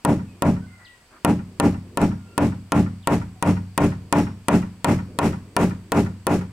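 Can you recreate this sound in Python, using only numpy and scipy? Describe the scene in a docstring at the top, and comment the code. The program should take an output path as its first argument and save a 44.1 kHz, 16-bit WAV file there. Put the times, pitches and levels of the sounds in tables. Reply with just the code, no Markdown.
"""In a farmyard, a hammer drives a nail into the end of a wooden boat's hull planks, close to two microphones.
Each blow is a modal impact: steel ticks, the plank is shoved, the hull booms; yard and stone wall answer.
The blows brighten as the nail grips, and turn hollow and sharp-edged as it sinks home.
A limiter squashes each attack, so the boom swells after it. Sleeve and glove rustle as shaped noise.
Far birds are gliding sines; the outdoor air and the insects are filtered noise."""
import sys
import numpy as np
from scipy import signal
from scipy.fft import rfft, irfft, next_fast_len
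from scipy.io import wavfile
from scipy.ndimage import uniform_filter1d, minimum_filter1d

SR = 44100
rng = np.random.default_rng(int(sys.argv[2]) if len(sys.argv) > 2 else 0)


def master_out(mix):
    """Clip the mix to full scale and print it as 16-bit PCM to the path in sys.argv[1]."""
    frames = np.transpose(np.atleast_2d(mix))
    ceiling = np.clip(frames, -1, 1)
    pcm = np.round(ceiling * 32767).astype(np.int16)
    wavfile.write(sys.argv[1], SR, pcm)


N = 287532  # length in samples
T = np.arange(SR) / SR  # time since a blow, s

# hammer blows: t/s, force level/dB, ring of the steel head/dB relative to the force,
# sleeve rustle on the downswing/dB
BLOWS = [(0.0497, -4.5, -44, -48), (.422, -4.5, -46, -54), (1.2481, -7, -47, -61), (1.5994, -4.5, -41, -51),
         (1.973, -4, -39, -47.5), (2.379, -5, -46, -51.5), (2.7205, -5, -43, -68), (3.073, -4.5, -45, -75),
         (3.4256, -4.5, -38, -63), (3.7777, -4, -46, -70), (4.126, -4, -34.5, -52), (4.484, -4, -46, -74),
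         (4.845, -3.5, -39, -62), (5.1883, -4, -38, -44.5), (5.5656, -4.5, -50, -51),
         (5.9199, -4.5, -45, -55), (6.2683, -5, -42, -64)]
# dense rattle of the joined planks: f/Hz, relative spectral level/dB
CLATTER = [(40, -53), (150, -3), (400, 0.5), (900, 4), (1400, -6), (2000, -13.5), (2700, -18),
           (4000, -29.5), (8000, -56), (16000, -50)]
# outdoor background noise: f/Hz, relative spectral level/dB
AIR = [(15, -43), (25, 1.5), (373, -7.5), (463, -9), (775, -8), (840, -11), (936, -7), (1290, -11),
       (1400, -11), (2000, -11.5), (2410, -10), (4610, -19.5), (7110, -18.5), (8360, -20), (16000, -29)]


def from_db(db):
    """Level to amplitude: 20 dB is a factor of ten."""
    return 10 ** (np.asarray(db) / 20)


def evened(x):
    """Normalization to unit root-mean-square amplitude."""
    return x / np.sqrt(np.mean(x ** 2) + 1e-20)


def read(points, hz):
    """Linear interpolation of a curve over logarithmic frequency."""
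    f, value = np.transpose(points)
    return np.interp(np.log(hz + 1), np.log(f), value)


def add(mix, s, sound):
    """Superposition: a sound joins the mix from time s, cut off at its end."""
    part = mix[:, round(s * SR):][:, :sound.shape[-1]]
    part += sound[..., :part.shape[1]]


def colour(x, gain_db):
    """Linear filtering: the spectrum is multiplied by a gain given as a function from Hz to dB."""
    size = next_fast_len(x.shape[-1] + 4096)
    gain = from_db(gain_db(np.fft.rfftfreq(size, 1 / SR)))
    return irfft(rfft(x, size) * gain, size)[..., :x.shape[-1]]


def diffuse(spectrum, size):
    """Diffuse-field coherence: noise at two microphones is alike in the bass, nearly unrelated in the treble."""
    # correlation of the two microphones: f/Hz, likeness (0-1)
    likeness = [(100, 1), (300, .99), (600, .92), (1100, .75), (2100, .35), (4000, .15), (16000, .1)]
    hz = np.fft.rfftfreq(size, 1 / SR)
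    a, b = rfft(rng.standard_normal((2, size)))
    same = np.clip(read(likeness, hz), -1, 1)
    mid = a * np.sqrt(1 + same)
    side = b * np.sqrt(1 - same)
    pair = np.array([mid + side, mid - side])
    return evened(irfft(pair * from_db(read(spectrum, hz)), size))


def dying(noise, t60s):
    """Frequency-dependent damping: each band falls 60 dB in its own decay time."""
    hz, t, bands = signal.stft(noise, SR, nperseg=256)
    bands = bands * from_db(-60 * t / read(t60s, hz)[:, None])
    return signal.istft(bands, SR, nperseg=256)[1][:, :len(T)]


def ring(hz, db, t60):
    """Free vibration of one struck mode: an exponentially damped sine."""
    return from_db(db) * np.exp(-np.log(1000) * T / t60) * np.sin(2 * np.pi * hz * T)


def struck(modes, scatter_db, detune):
    """Modal superposition: listed neighbours swing in antiphase; chance shifts stand for the spot struck."""
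    total = 0
    chance = rng.standard_normal((len(modes), 2))
    for k, ((hz, db, t60), (a, b)) in enumerate(zip(modes, chance)):
        total = total + (-1) ** k * ring(hz * (1 + detune * b), db + scatter_db * a, t60)
    return total


def background(air_db=-56.5, flutter_db=-1.0):
    """Broadband and narrow-band noise: soft outdoor air, with bands of insect song wavering in level."""
    # far insects: f/Hz, half-width at -6 dB/Hz, mean level/dB
    insects = [(4650, 470, -68.5), (8000, 520, -67.5)]
    out = from_db(air_db) * diffuse(AIR, N)
    for centre_hz, width_hz, db in insects:
        song = colour(rng.standard_normal((2, N)),
                      lambda hz: -20 * np.log10(1 + ((hz - centre_hz) / width_hz) ** 4))
        swell = evened(uniform_filter1d(rng.standard_normal(N), size=6000))
        out = out + from_db(db + flutter_db * swell) * evened(song)
    return out


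def rustle(length, centre_hz, width_hz, db):
    """Friction noise: one short swell of band-passed noise, 6 dB down at width_hz from its centre."""
    noise = colour(diffuse(AIR, len(T)), lambda hz: -20 * np.log10(1 + ((hz - centre_hz) / width_hz) ** 2))
    swell = signal.windows.tukey(round(np.clip(length, .02, .9) * SR), .8)
    return from_db(db) * evened(noise)[:, :len(swell)] * swell


def rustles(swing_s=0.32, swing_lead_s=0.034):
    """Cloth friction: the sleeve rustles on every downswing; the gloved hand shifts on the wood in a pause."""
    # scuffs of the glove: t/s, length/s, level/dB
    scuffs = [(.763, 0.11, -53.5), (1.089, .13, -51.5)]
    out = np.zeros((2, N))
    for s, _, _, sleeve_db in BLOWS:
        # the swell is centred swing_lead_s before the blow, unless that would start it before time zero
        start = max(s - swing_lead_s - swing_s / 2, 0)
        add(out, start, rustle(swing_s, centre_hz=338, width_hz=155, db=sleeve_db))
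    for s, length, db in scuffs:
        add(out, s, rustle(length, centre_hz=1340, width_hz=580, db=db))
    return out


def nail(s, grip_s=5.13, home_s=5.55, sinking_s=1):
    """Contact stiffening: grip rises until grip_s; sinking home spans sinking_s about home_s; both 0-1."""
    grip = np.clip(s / grip_s, 0, 1)
    home = np.clip(.5 + (s - home_s) / sinking_s, 0, 1)
    return grip, home


def contact(shove_db=17, shove_time=0.0006, crack_time=0.0032):
    """Impulsive excitation where steel meets wood: a bright tick, a splintery crack, one shove of the plank."""
    # short rings at the point of contact: f/Hz before detuning, level/dB, t60/s
    tick_modes = [(976, -8, 0.061), (1520, -2, 0.006), (1800, 0, 0.057), (2433, -1, 0.044),
                  (2710, 3.5, 0.013), (3350, -3, 0.016), (4450, 5.5, 0.0044), (6970, 5, 0.0035),
                  (8320, 16, 0.0018), (10750, 15.5, 0.0016), (12530, 5.5, 0.0018), (14300, 7, 0.00082)]
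    tick = struck(tick_modes, scatter_db=0, detune=0.027)
    decay = np.exp(-T / 0.00011) + .5 * np.exp(-T / crack_time)
    crack = from_db(6.5) * rng.standard_normal((2, len(T))) * decay
    # colour of the crack: f/Hz, gain/dB
    crack_curve = [(800, -24), (1500, 0.0), (2800, 16.5), (4500, 4.5), (6000, 6.0), (9000, 3),
                   (13500, -5), (16000, -18.5)]
    crack = colour(crack, lambda hz: read(crack_curve, hz))
    # the plank draws away from the microphones, then springs back more slowly
    u = T / shove_time
    shove = np.e * u * (1 - u / 2) * np.exp(-u)
    return crack - tick - from_db(shove_db) * shove


def hull(grain, ragged_db=2):
    """Modal and statistical vibration: strong modes over a ragged rattle, part of it repeating (grain)."""
    # modes of the hull: f/Hz before detuning, mean relative level/dB, t60/s
    hull_modes = [(33.3, -36, 1), (69.1, -19.5, 0.57), (84.3, -9, 0.27), (96.24, -10.5, 0.67),
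                  (114.57, -20.5, 0.69), (134, -9, 0.41), (146.35, -3, 0.32), (181.32, -2.5, 0.45),
                  (210.7, -6.5, 0.43), (230.1, -1.5, 0.21), (255.8, -11.5, 0.43), (290.2, 5.5, 0.22),
                  (301, -7.5, 0.26), (361.6, -2, 0.17), (400.6, -3, 0.2), (451, -12, 0.24),
                  (519.7, -5.5, 0.17), (560, 0, 0.15), (606.5, 2, 0.16), (668, -7, 0.16),
                  (740.4, 0.5, 0.11), (808, -6, 0.18), (837, 2, 0.15), (948, 7.5, 0.11), (992, 5.5, 0.085),
                  (1057, 7.5, 0.1), (1250, -13, 0.13), (1230, -4.5, 0.036), (1370, 3.5, 0.086),
                  (1458, 0.5, 0.062)]
    # decay of the rattle: f/Hz, t60/s
    clatter_t60 = [(150, 0.36), (450, .16), (1000, 0.12), (2500, 0.19), (8000, 0.03)]
    chatter = from_db(ragged_db * evened(uniform_filter1d(rng.standard_normal(len(T)), size=160)))
    fresh = chatter * diffuse(CLATTER, len(T))
    rattle = dying(from_db(6.0) * grain + from_db(3) * fresh, clatter_t60)
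    boom = from_db(-1.5) * struck(hull_modes, scatter_db=1.76, detune=0.0034)
    # the motion takes a moment to spread
    return (boom + rattle) * (1 - np.exp(-T / 0.00013))


def yard(treble_db, patchy_db=1.5):
    """Reverberation by scattering: uneven clumps of sound from the ground, timber and buildings."""
    # reverberation: f/Hz, relative spectral level/dB
    yard_spectrum = [(40, 2.5), (250, 6), (600, -15.5), (1100, -12), (2300, -15), (3700, -16.5),
                     (5500, -13), (8000, -11.5), (11000, -18.5), (15500, -26.5)]
    # its decay: f/Hz, t60/s
    yard_t60 = [(150, 0.46), (1000, 0.52), (3000, 0.36), (8000, 0.26), (15000, 0.26)]
    clumps = evened(uniform_filter1d(rng.standard_normal(len(T)), size=130))
    build_up = 1 - np.exp(-T / 0.018)
    tail = dying(diffuse(yard_spectrum, len(T)), yard_t60) * build_up * from_db(patchy_db * clumps)
    # the gain approaches treble_db toward high frequencies
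    return from_db(-13.5) * colour(tail, lambda hz: treble_db * hz / (hz + 1500))


def wall_echo(x, delay=.141, spread=0.01):
    """Rough-surface reflection: a stone wall returns the mid frequencies late (s), smeared over spread (s)."""
    stones = rng.standard_normal((2, len(T))) * np.exp(-T / spread)
    back = signal.fftconvolve(x, stones / np.linalg.norm(stones[0]), axes=1)[:, :N]
    # reflection of the wall: f/Hz, gain/dB
    wall_curve = [(300, -62.0), (1000, -41.5), (1900, -36.0), (3000, -49.5), (7000, -83)]
    echo = np.zeros((2, N))
    add(echo, delay, colour(back, lambda hz: read(wall_curve, hz)))
    return echo


def microphones(x, lag_radians=0.27):
    """Interchannel level and phase: the ports differ in level; above the deep bass the left lags slightly."""
    # level difference: f/Hz, left minus right/dB
    balance_db = [(120, 0), (300, .5), (600, 1.2), (1100, 3.3), (2200, .5), (4000, -.3), (9000, 1.6),
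                  (15000, 2.6)]
    size = next_fast_len(N + 4096)
    hz = np.fft.rfftfreq(size, 1 / SR)
    # half of each difference goes to either side
    ratio = from_db(read(balance_db, hz) / 2) * np.exp(-.5j * lag_radians * hz / (hz + 100))
    return irfft(rfft(x, size) * np.array([ratio, 1 / ratio]), size)[:, :N]


def hammering(loose_treble_db=-7.5, tight_treble_db=0):
    """Impact excitation: blows drive contact, hull, steel ring and yard; the nail's grip sets their colour."""
    # the hammer head falls back on the wood: t/s, force level/dB
    rebounds = [(2.0163, -28.5)]
    # colour of a blow on the loose nail: f/Hz, gain/dB
    loose = [(290, 0.5), (400, -2), (600, -1), (1000, -3.5), (2600, -5.5), (9000, -2), (13500, 3)]
    # colour of a blow on the tight nail: f/Hz, gain/dB
    tight = [(290, -0.5), (400, 0), (600, -1.5), (1000, 0.5), (2600, 2), (9000, 3), (13500, -2)]
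    # hollow note and sharp top edge added as the nail sinks home: f/Hz, gain/dB
    sunk = [(290, 0), (400, 5.5), (600, 3), (1000, -0.5), (2600, -1.5), (10500, -1.5), (13500, 10)]
    near, far = np.zeros((2, 2, N))
    grain = diffuse(CLATTER, len(T))  # the part of the rattle that every blow shares
    for s, force_db, steel_db, _ in BLOWS:
        grip, home = nail(s)
        wood = colour(contact() + hull(grain),
                      lambda hz: (1 - grip) * read(loose, hz) + grip * read(tight, hz) + home * read(sunk, hz))
        steel = ring(hz=5513, db=steel_db, t60=0.45)
        add(near, s, from_db(force_db) * (wood + steel))
        treble_db = (1 - grip) * loose_treble_db + grip * tight_treble_db
        add(far, s, from_db(force_db) * yard(treble_db))
    for s, force_db in rebounds:
        add(near, s, from_db(force_db) * (contact() + from_db(-6.5) * hull(grain)))
    return microphones(near + far + wall_echo(near))


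def birds(waver=0.013, wet=1.0, glide_bend=1.8, note_fade=0.48):
    """Frequency modulation and reverberation: thin gliding notes, blurred by distance."""
    # far bird notes: t/s, length/s, first f/Hz, last f/Hz, level/dB before the blur is added
    bird_notes = [(0.259, 0.12, 2730, 2400, -63.5), (.615, 0.055, 1500, 1500, -52.5),
                  (0.655, .13, 2100, 2060, -56.5), (.68, 0.166, 1462, 1403, -58.5),
                  (0.767, 0.225, 2016, 1927, -52.5), (0.841, 0.046, 5840, 2460, -50.5),
                  (2.134, 0.32, 1440, 1370, -59), (2.26, 0.097, 2660, 2780, -60.5),
                  (3.022, 0.036, 4300, 2620, -53), (3.352, 0.051, 765, 737, -55)]
    notes = np.zeros((2, N))
    for s, length, first_hz, last_hz, db in bird_notes:
        t = np.arange(0, length, 1 / SR)
        # the glide is fast at first and levels off
        glide = np.expm1(-glide_bend * t / length) / np.expm1(-glide_bend)
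        hz = first_hz + (last_hz - first_hz) * glide
        wobble = 1 + waver * evened(uniform_filter1d(rng.standard_normal(len(t)), size=150))
        tone = np.sin(2 * np.pi * np.cumsum(hz * wobble) / SR)
        # note_fade is the share of the length spent fading in and out
        add(notes, s, tone * from_db(db) * signal.windows.tukey(len(t), note_fade))
    tail = rng.standard_normal((2, len(T))) * np.exp(-T / 0.065)
    blur = signal.fftconvolve(notes, tail / np.linalg.norm(tail[0]), axes=1)[:, :N]
    return notes + wet * blur


def scene():
    """Superposition of all the sources."""
    return hammering() + rustles() + background() + birds()


def record(dry, ceiling_db=-2.0, ahead=0.0025, hold=0.019, recover_db_per_s=580, edge_hz=16100):
    """Peak limiting: gain dives just ahead (s) of a peak, holds (s), then recovers; a low-pass follows."""
    room_db = np.minimum(ceiling_db - 20 * np.log10(abs(dry).max(0) + 1e-9), 0)
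    lead, span = round(ahead * SR), round((ahead + hold) * SR)
    held_db = minimum_filter1d(room_db, span, origin=(span - 1) // 2 - lead)
    # the gain may rise no faster than the climb
    climb = recover_db_per_s * np.arange(N) / SR
    gain_db = uniform_filter1d(np.minimum.accumulate(held_db - climb) + climb, lead)
    lowpass = signal.firwin(255, edge_hz, window=("kaiser", 9), fs=SR)
    return signal.oaconvolve(dry * from_db(gain_db), lowpass[None], "same", axes=1)


dry = scene()
out = record(dry)
master_out(out)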